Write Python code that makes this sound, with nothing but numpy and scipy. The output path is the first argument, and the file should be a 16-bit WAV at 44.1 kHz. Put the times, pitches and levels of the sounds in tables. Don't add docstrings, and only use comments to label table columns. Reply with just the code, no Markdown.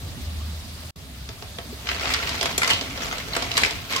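import sys
import numpy as np
from scipy import signal
from scipy.io import wavfile

SR = 44100
rng = np.random.default_rng(int(sys.argv[2]) if len(sys.argv) > 2 else 0)


def to_wav(sig):
    pcm = np.clip(np.atleast_2d(sig), -1, 1) * 32767
    pcm = np.round(pcm).astype(np.int16)
    wavfile.write(sys.argv[1], SR, pcm.T)


N = 176400
TIME = np.arange(N) / SR
CUTOFF_HZ = 15900

# start_s, level_db, then offsets thud_db, body_db, edge_db, sparkle_db
IMPACTS = [(1.289, -23.5, -16.5, -13.5, -10.5, -22), (1.4228, -25, -12, -12, -12, -28),
           (1.5846, -21.5, -12.5, -10.5, -15, -19), (1.8698, -23.5, -34, -3.5, -6.5, -29),
           (1.888, -16.5, -37, -6, -7.5, -37), (1.896, -20, -29, -4, -12, -32),
           (1.9147, -17.5, -21, -5.5, -19, -17), (2.0553, -20, -19, -3.5, -9, -36),
           (2.1029, -19, -13.5, -5.5, -12, -25), (2.137, -11, -32, -10, -8.5, -12.5),
           (2.1445, -11.5, -37, -8, -15, -41), (2.1634, -16.5, -32, -6, -24, -21),
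           (2.2733, -22.5, -34, -8, -6, -19), (2.2913, -15, -24, -14.5, -9, -14.5),
           (2.4105, -13.5, -15, -22, -6.5, -17), (2.4276, -11.5, -17, -11.5, -11.5, -11),
           (2.4561, -10.5, -17, -10.5, -12, -15.5), (2.5786, -8, -18, -14, -13.5, -4),
           (2.6171, -13, -22, -8.5, -18, -15), (2.6312, -11.5, -28, -11, -10, -10),
           (2.6442, -15, -33, -7, -9, -21), (2.6755, -9.5, -22, -15, -13, -11),
           (2.6927, -16.5, -31, -8, -11, -14), (2.7007, -7, -25, -11.5, -14.5, -15),
           (2.7075, -9.5, -23, -11, -9.5, -15), (2.732, -13, -17.5, -21, -9, -18),
           (2.81, -16, -16, -30, -10, -17), (2.9754, -19, -15, -14, -16, -30),
           (3.1258, -19.5, -13, -5.5, -29, -27), (3.1809, -19, -20, -15, -11.5, -15),
           (3.3331, -26, -41, -10, -11, -35), (3.351, -18, -27, -6, -9, -25),
           (3.3647, -9, -15, -9.5, -16.5, -13.5), (3.4223, -15.5, -12, -16, -10, -16),
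           (3.5149, -16, -28, -23, -8, -19), (3.5684, -9, -23.5, -16, -8.5, -17),
           (3.5759, -4, -32, -9.5, -12.5, -11), (3.6179, -15, -14.5, -15, -16, -12),
           (3.6341, -5.5, -36, -12, -12.5, -20), (3.6473, -11.5, -28, -20, -16, -15),
           (3.6595, -16, -17, -15, -9.5, -13), (3.7075, -20, -21, -18, -8.5, -12),
           (3.923, -17, -22, -11, -12, -12), (3.933, -20, -25, -8, -7.5, -19),
           (3.9617, -13, -38, -22, -8.5, -10.5)]


def clack(levels_db):
    # low_hz, high_hz, gain_db, t60_s
    registers = [(217, 910, -2.5, 0.077), (943, 3000, -5, 0.019), (2690, 5570, -2, 0.022),
                 (5700, 14500, -6, 0.029)]
    mode_count, crack_share, chatter_s = 60, 0.63, 0.003
    t = TIME[:SR // 14]
    hz = np.geomspace(230, 15000, mode_count) * np.exp(rng.uniform(-.04, .04, mode_count))
    weights = rng.standard_normal((2, mode_count)) * np.sqrt(hz)
    modes = rms_one(weights @ np.sin(2 * np.pi * hz[:, None] * t))
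    crack = rng.standard_normal((2, len(t)))
    struck = wok_body(np.sqrt(1 - crack_share) * modes + np.sqrt(crack_share) * crack)
    out = 0
    for db, (low_hz, high_hz, gain_db, t60_s) in zip(levels_db, registers):
        envelope = decay(np.maximum(t - chatter_s, 0), t60_s)
        part = band(band(struck, low_hz, high_hz) * envelope, low_hz, high_hz)
        onset_rms = np.sqrt(np.mean(part[:, :SR // 100] ** 2, axis=1, keepdims=True))
        out = out + from_db(db + gain_db) * stereo(*(part / onset_rms), np.sqrt(low_hz * high_hz))
    return lowpass(out, 9200)


def clacks():
    out = np.zeros((2, N + SR))
    for start_s, level_db, *offsets_db in IMPACTS:
        start = int(start_s * SR)
        sound = clack(level_db + np.array(offsets_db))
        out[:, start:start + sound.shape[1]] += sound
    return out[:, :N]


def clinks():
    # start_s, pitch_hz, level_db, t60_s
    contacts = [(1.586, 686, -32, 0.11), (1.585, 3180, -24, 0.03), (1.728, 421, -28.5, 0.042),
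                (1.890, 2890, -17.5, 0.044), (1.916, 2160, -22, .03), (2.144, 4800, -11, 0.014),
                (2.200, 1382, -21.5, 0.056), (2.292, 3760, -22, 0.023), (2.580, 7300, -18, 0.034),
                (2.619, 2146, -10.5, 0.036), (2.619, 1385, -19, .09), (2.632, 2025, -12, 0.053),
                (2.633, 1050, -20.5, 0.11), (2.693, 2240, -16, .03), (2.703, 1941, -17.5, 0.12),
                (2.976, 5200, -25, .012), (3.028, 5630, -28, 0.071), (3.036, 6500, -28, 0.036),
                (3.126, 6500, -26.5, 0.037), (3.334, 4000, -16.5, 0.031), (3.428, 4650, -23, 0.035),
                (3.515, 2710, -19, 0.032), (3.635, 2120, -7, 0.04), (3.635, 2400, -10, .028),
                (3.649, 2260, -7.5, 0.026), (3.963, 1060, -21, 0.094)]
    out = np.zeros((2, N))
    for start_s, pitch_hz, level_db, t60_s in contacts:
        click = np.zeros(N)
        click[int(start_s * SR)] = from_db(level_db)
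        twin_hz = pitch_hz * (1 + 0.051 * rng.uniform(0.2, 2.5))
        out += stereo(ring(click, pitch_hz, t60_s), ring(click, twin_hz, t60_s / 2), pitch_hz)
    return out


def wok_ring():
    # pitch_hz, gain_db, t60_s
    modes = [(2401, -14, .3), (2923, -10, 0.25), (3021, 3, 0.32), (3090, -5, 0.33), (3709, -12, .35)]
    coupling_db, bare_hit_s, bare_hit_db = -34, 2.704, -19.5
    blows = np.zeros(N)
    for start_s, level_db, *_ in IMPACTS:
        blows[int(start_s * SR)] = from_db(level_db + coupling_db)
    blows[int(bare_hit_s * SR)] = from_db(bare_hit_db)
    return sum(from_db(db) * ring(blows, hz, t60_s) for hz, db, t60_s in modes)


def wok_body(x):
    # centre_hz, width_hz, lift_db
    resonances = [(273, 25, 5.5), (450, 30, 4.5), (691, 72, 6.5), (1374, 43, 4), (2100, 160, 3),
                  (7630, 1900, 6)]
    out = x
    for centre_hz, width_hz, lift_db in resonances:
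        r, w = np.exp(-np.pi * width_hz / SR), 2 * np.pi * centre_hz / SR
        resonance = (1 - r * r) / 2 * signal.lfilter([1, 0, -1], [1, -2 * r * np.cos(w), r * r], x)
        out = out + (from_db(lift_db) - 1) * resonance
    return out


def stirring():
    # time_s, relative_db
    push = [(1.2, -83), (1.8, -57), (1.85, -41.5), (1.885, -36.5), (1.95, -34), (2.04, -29), (2.16, -32.5),
            (2.25, -35.5), (2.37, -34), (2.415, -31), (2.45, -36), (2.52, -34.5), (2.575, -40.5),
            (2.64, -33.5), (2.72, -31), (2.79, -35.5), (2.87, -39.5), (2.96, -38.5), (3.03, -32),
            (3.15, -34.5), (3.23, -41.5), (3.31, -39), (3.38, -36), (3.44, -32.5), (3.50, -37), (3.55, -33),
            (3.59, -29.5), (3.66, -34), (3.73, -39), (3.80, -41.5), (3.87, -44.5), (3.92, -31.5),
            (3.97, -31.5), (4.0, -32)]
    # freq_hz, density_db
    spectrum = [(120, -36), (200, -7.5), (273, -1.5), (310, -9.5), (446, -3), (798, -7.5), (1090, -1),
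                (1950, -5), (2210, 1), (4840, -6.5), (9830, -28), (15500, -10)]
    push_db, = in_time(push)
    friction = banded_noise(spectrum, flicker_db=2.5, flicker_hz=23, bands=16)
    roughness = from_db(3 * drift(rate_hz=22))
    scrape = from_db(-2.5) * rms_one(friction * roughness)
    rattle = grains(spectrum, per_s=420, spread_db=2.5, t60_s=0.02, low_hz=221.7, high_hz=7530, modes=10)
    return from_db(push_db + 1.5) * wok_body(scrape + from_db(-1.5) * rattle)


def sizzle():
    # time_s, level_db
    levels = [(0, -41.5), (.9, -42), (.97, -46), (1.8, -41.5), (4, -41.5)]
    # freq_hz, density_db
    spectrum = [(290, -30), (500, -10.5), (611, -2), (839, -7.5), (1270, -4.5), (1620, -7.5), (2200, -6),
                (3530, -5), (4250, -3.5), (5920, -10.5), (11600, -14.5), (15500, -15)]
    level_db, = in_time(levels)
    spits = grains(spectrum, per_s=900, spread_db=1.5, t60_s=0.008, low_hz=1460, high_hz=CUTOFF_HZ, modes=3)
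    hiss = banded_noise(spectrum, flicker_db=1.54, flicker_hz=15, bands=18)
    return from_db(level_db) * (hiss + from_db(-10) * spits)


def stove():
    # time_s, level_db
    levels = [(0, -36), (.9, -41), (1.5, -41.5), (3, -37), (3.6, -38)]
    # freq_hz, density_db
    spectrum = [(13, -46), (22, -24.5), (75, 3.5), (162, -12), (193, -18.5), (230, -6), (258, -34.5),
                (354, -16.5), (392, -16), (580, -26), (700, -30), (910, -61), (1540, -120)]
    # time_s, pitch_hz, level_db
    swells = [(0, 79.5, -38), (.2, 77.6, -44.5), (.29, 75.6, -29.5), (.45, 76.7, -31.5), (.57, 78.5, -32.5),
              (.64, 77.7, -40), (.9, 79.2, -45.5), (1.0, 65.7, -47), (1.22, 64.8, -39), (1.35, 66.5, -50),
              (1.7, 65.1, -45), (1.95, 66.8, -37), (2.25, 68.6, -44), (3, 70, -62), (4, 75, -61)]
    rumble_db, = in_time(levels)
    pitch_hz, drone_db = in_time(swells)
    phase = 2 * np.pi * np.cumsum(pitch_hz * (1 + 0.029 * drift(rate_hz=9.8))) / SR
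    drone = np.sqrt(2) * from_db(drone_db + 1.5 * drift(rate_hz=13)) * np.sin(phase)
    rumble = from_db(rumble_db) * banded_noise(spectrum, flicker_db=3, flicker_hz=7.4, bands=11)
    return rumble + drone


def kitchen(x):
    gain_db, delay_s, alike_below_hz = -3.5, 0.00407, 610
    t = TIME[:SR // 2]
    mid, side = rng.standard_normal((2, len(t))) * decay(t, t60_s=0.31) * (t > delay_s)
    tail = mid + band(side, alike_below_hz, CUTOFF_HZ) * [[1], [-1]]
    tail = lowpass(tail / np.sqrt(np.sum(tail ** 2) / 2), 6900)
    return from_db(gain_db) * signal.fftconvolve(x, tail, axes=1)[:, :N]


def banded_noise(spectrum, flicker_db, flicker_hz, bands):
    edges_hz = np.geomspace(spectrum[0][0], spectrum[-1][0], bands + 1)
    white = rng.standard_normal((2, 2, N))
    out = 0
    for k, (low_hz, high_hz) in enumerate(zip(edges_hz, edges_hz[1:])):
        mid, side = band(white[k % 2], low_hz, high_hz)
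        hz = np.sqrt(low_hz * high_hz)
        gain = from_db(at_hz(spectrum, hz) + flicker_db * drift(flicker_hz))
        out = out + gain * stereo(mid, side, hz)
    return rms_one(out)


def grains(spectrum, per_s, spread_db, t60_s, low_hz, high_hz, modes):
    draws = rng.random((5000, 2 + modes))
    weights = rng.standard_normal((5000, 2, modes))
    starts_s = np.cumsum(-np.log(1 - draws[:, 0])) / per_s
    t = TIME[:int(t60_s * SR)]
    out = np.zeros((2, N + SR))
    for start_s, draw, (mid, side) in zip(starts_s[starts_s < N / SR], draws, weights):
        hz = low_hz * (high_hz / low_hz) ** ((np.arange(modes) + draw[2:]) / modes)
        mode_t60_s = t60_s * np.sqrt(1000 / np.maximum(hz, 1000))
        size_db = spread_db * min(-np.log(1 - draw[1]), 3.5)
        gains = from_db(size_db + at_hz(spectrum, hz)) * np.sqrt(hz / mode_t60_s) * stereo(mid, side, hz)
        ringing = np.sin(2 * np.pi * hz[:, None] * t) * decay(t, mode_t60_s[:, None])
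        start = int(start_s * SR)
        out[:, start:start + len(t)] += gains @ ringing
    return rms_one(out[:, :N])


def stereo(mid, side, hz):
    # freq_hz, correlation
    likeness = [(40, 0.74), (120, 1), (250, 0.83), (500, 0.82), (1000, 0.37), (4000, 0.054), (14000, 0.05)]
    # freq_hz, left_minus_right_db
    balance = [(100, -1), (1000, -1.1), (2000, 2), (4000, -3.5), (8000, 4), (13000, 0.5)]
    sign = np.array([[1], [-1]])
    alike = at_hz(likeness, hz)
    pan = from_db(sign * at_hz(balance, hz) / 2)
    return pan * (np.sqrt(1 + alike) * mid + np.sqrt(1 - alike) * side * sign) / np.sqrt(2)


def ring(clicks, hz, t60_s):
    r, w = decay(1 / SR, t60_s), 2 * np.pi * hz / SR
    return signal.lfilter([0, np.sin(w)], [1, -2 * r * np.cos(w), r * r], clicks + 1e-18)


def drift(rate_hz):
    hop, warmup = 40, 2000
    r = np.exp(-2 * np.pi * rate_hz * hop / SR)
    white = rng.standard_normal(N // hop + warmup + 2)
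    slow = signal.lfilter([1], [1, -2 * r, r * r], white)[warmup:]
    return np.interp(np.arange(N) / hop, np.arange(len(slow)), rms_one(slow))


def in_time(rows):
    times_s, *columns = np.transpose(rows)
    return [np.interp(TIME, times_s, column) for column in columns]


def at_hz(points, hz):
    freqs_hz, values = np.transpose(points)
    return np.interp(np.log(hz), np.log(freqs_hz), values)


def band(x, low_hz, high_hz):
    return signal.sosfilt(signal.butter(2, [low_hz, high_hz], "band", fs=SR, output="sos"), x)


def lowpass(x, hz):
    return signal.sosfilt(signal.butter(1, hz, fs=SR, output="sos"), x)


def decay(t, t60_s):
    return np.exp(-np.log(1000) * t / t60_s)


def from_db(db):
    return 10 ** (np.asarray(db) / 20)


def rms_one(x):
    return x / np.sqrt(np.mean(x ** 2) + 1e-20)


def scene():
    right_lag_s = 0.00016
    hits, grinding, pings = clacks(), stirring(), clinks()
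    room = kitchen(hits + 0.35 * pings + 0.59 * grinding)
    left, right = hits + wok_ring() + pings + grinding + room + sizzle()
    return np.array([left, np.interp(TIME - right_lag_s, TIME, right)]) + stove()


def record(dry):
    start_s, end_s, fade_s, dropout_db = 0.907, 0.96, 0.004, -36
    gap = np.clip(np.minimum(TIME - start_s, end_s - TIME) / fade_s, 0, 1)
    clipped = np.tanh(dry * from_db(dropout_db * gap))
    return signal.sosfilt(signal.ellip(12, .2, 80, CUTOFF_HZ, fs=SR, output="sos"), clipped)


dry = scene()
out = record(dry)
to_wav(out)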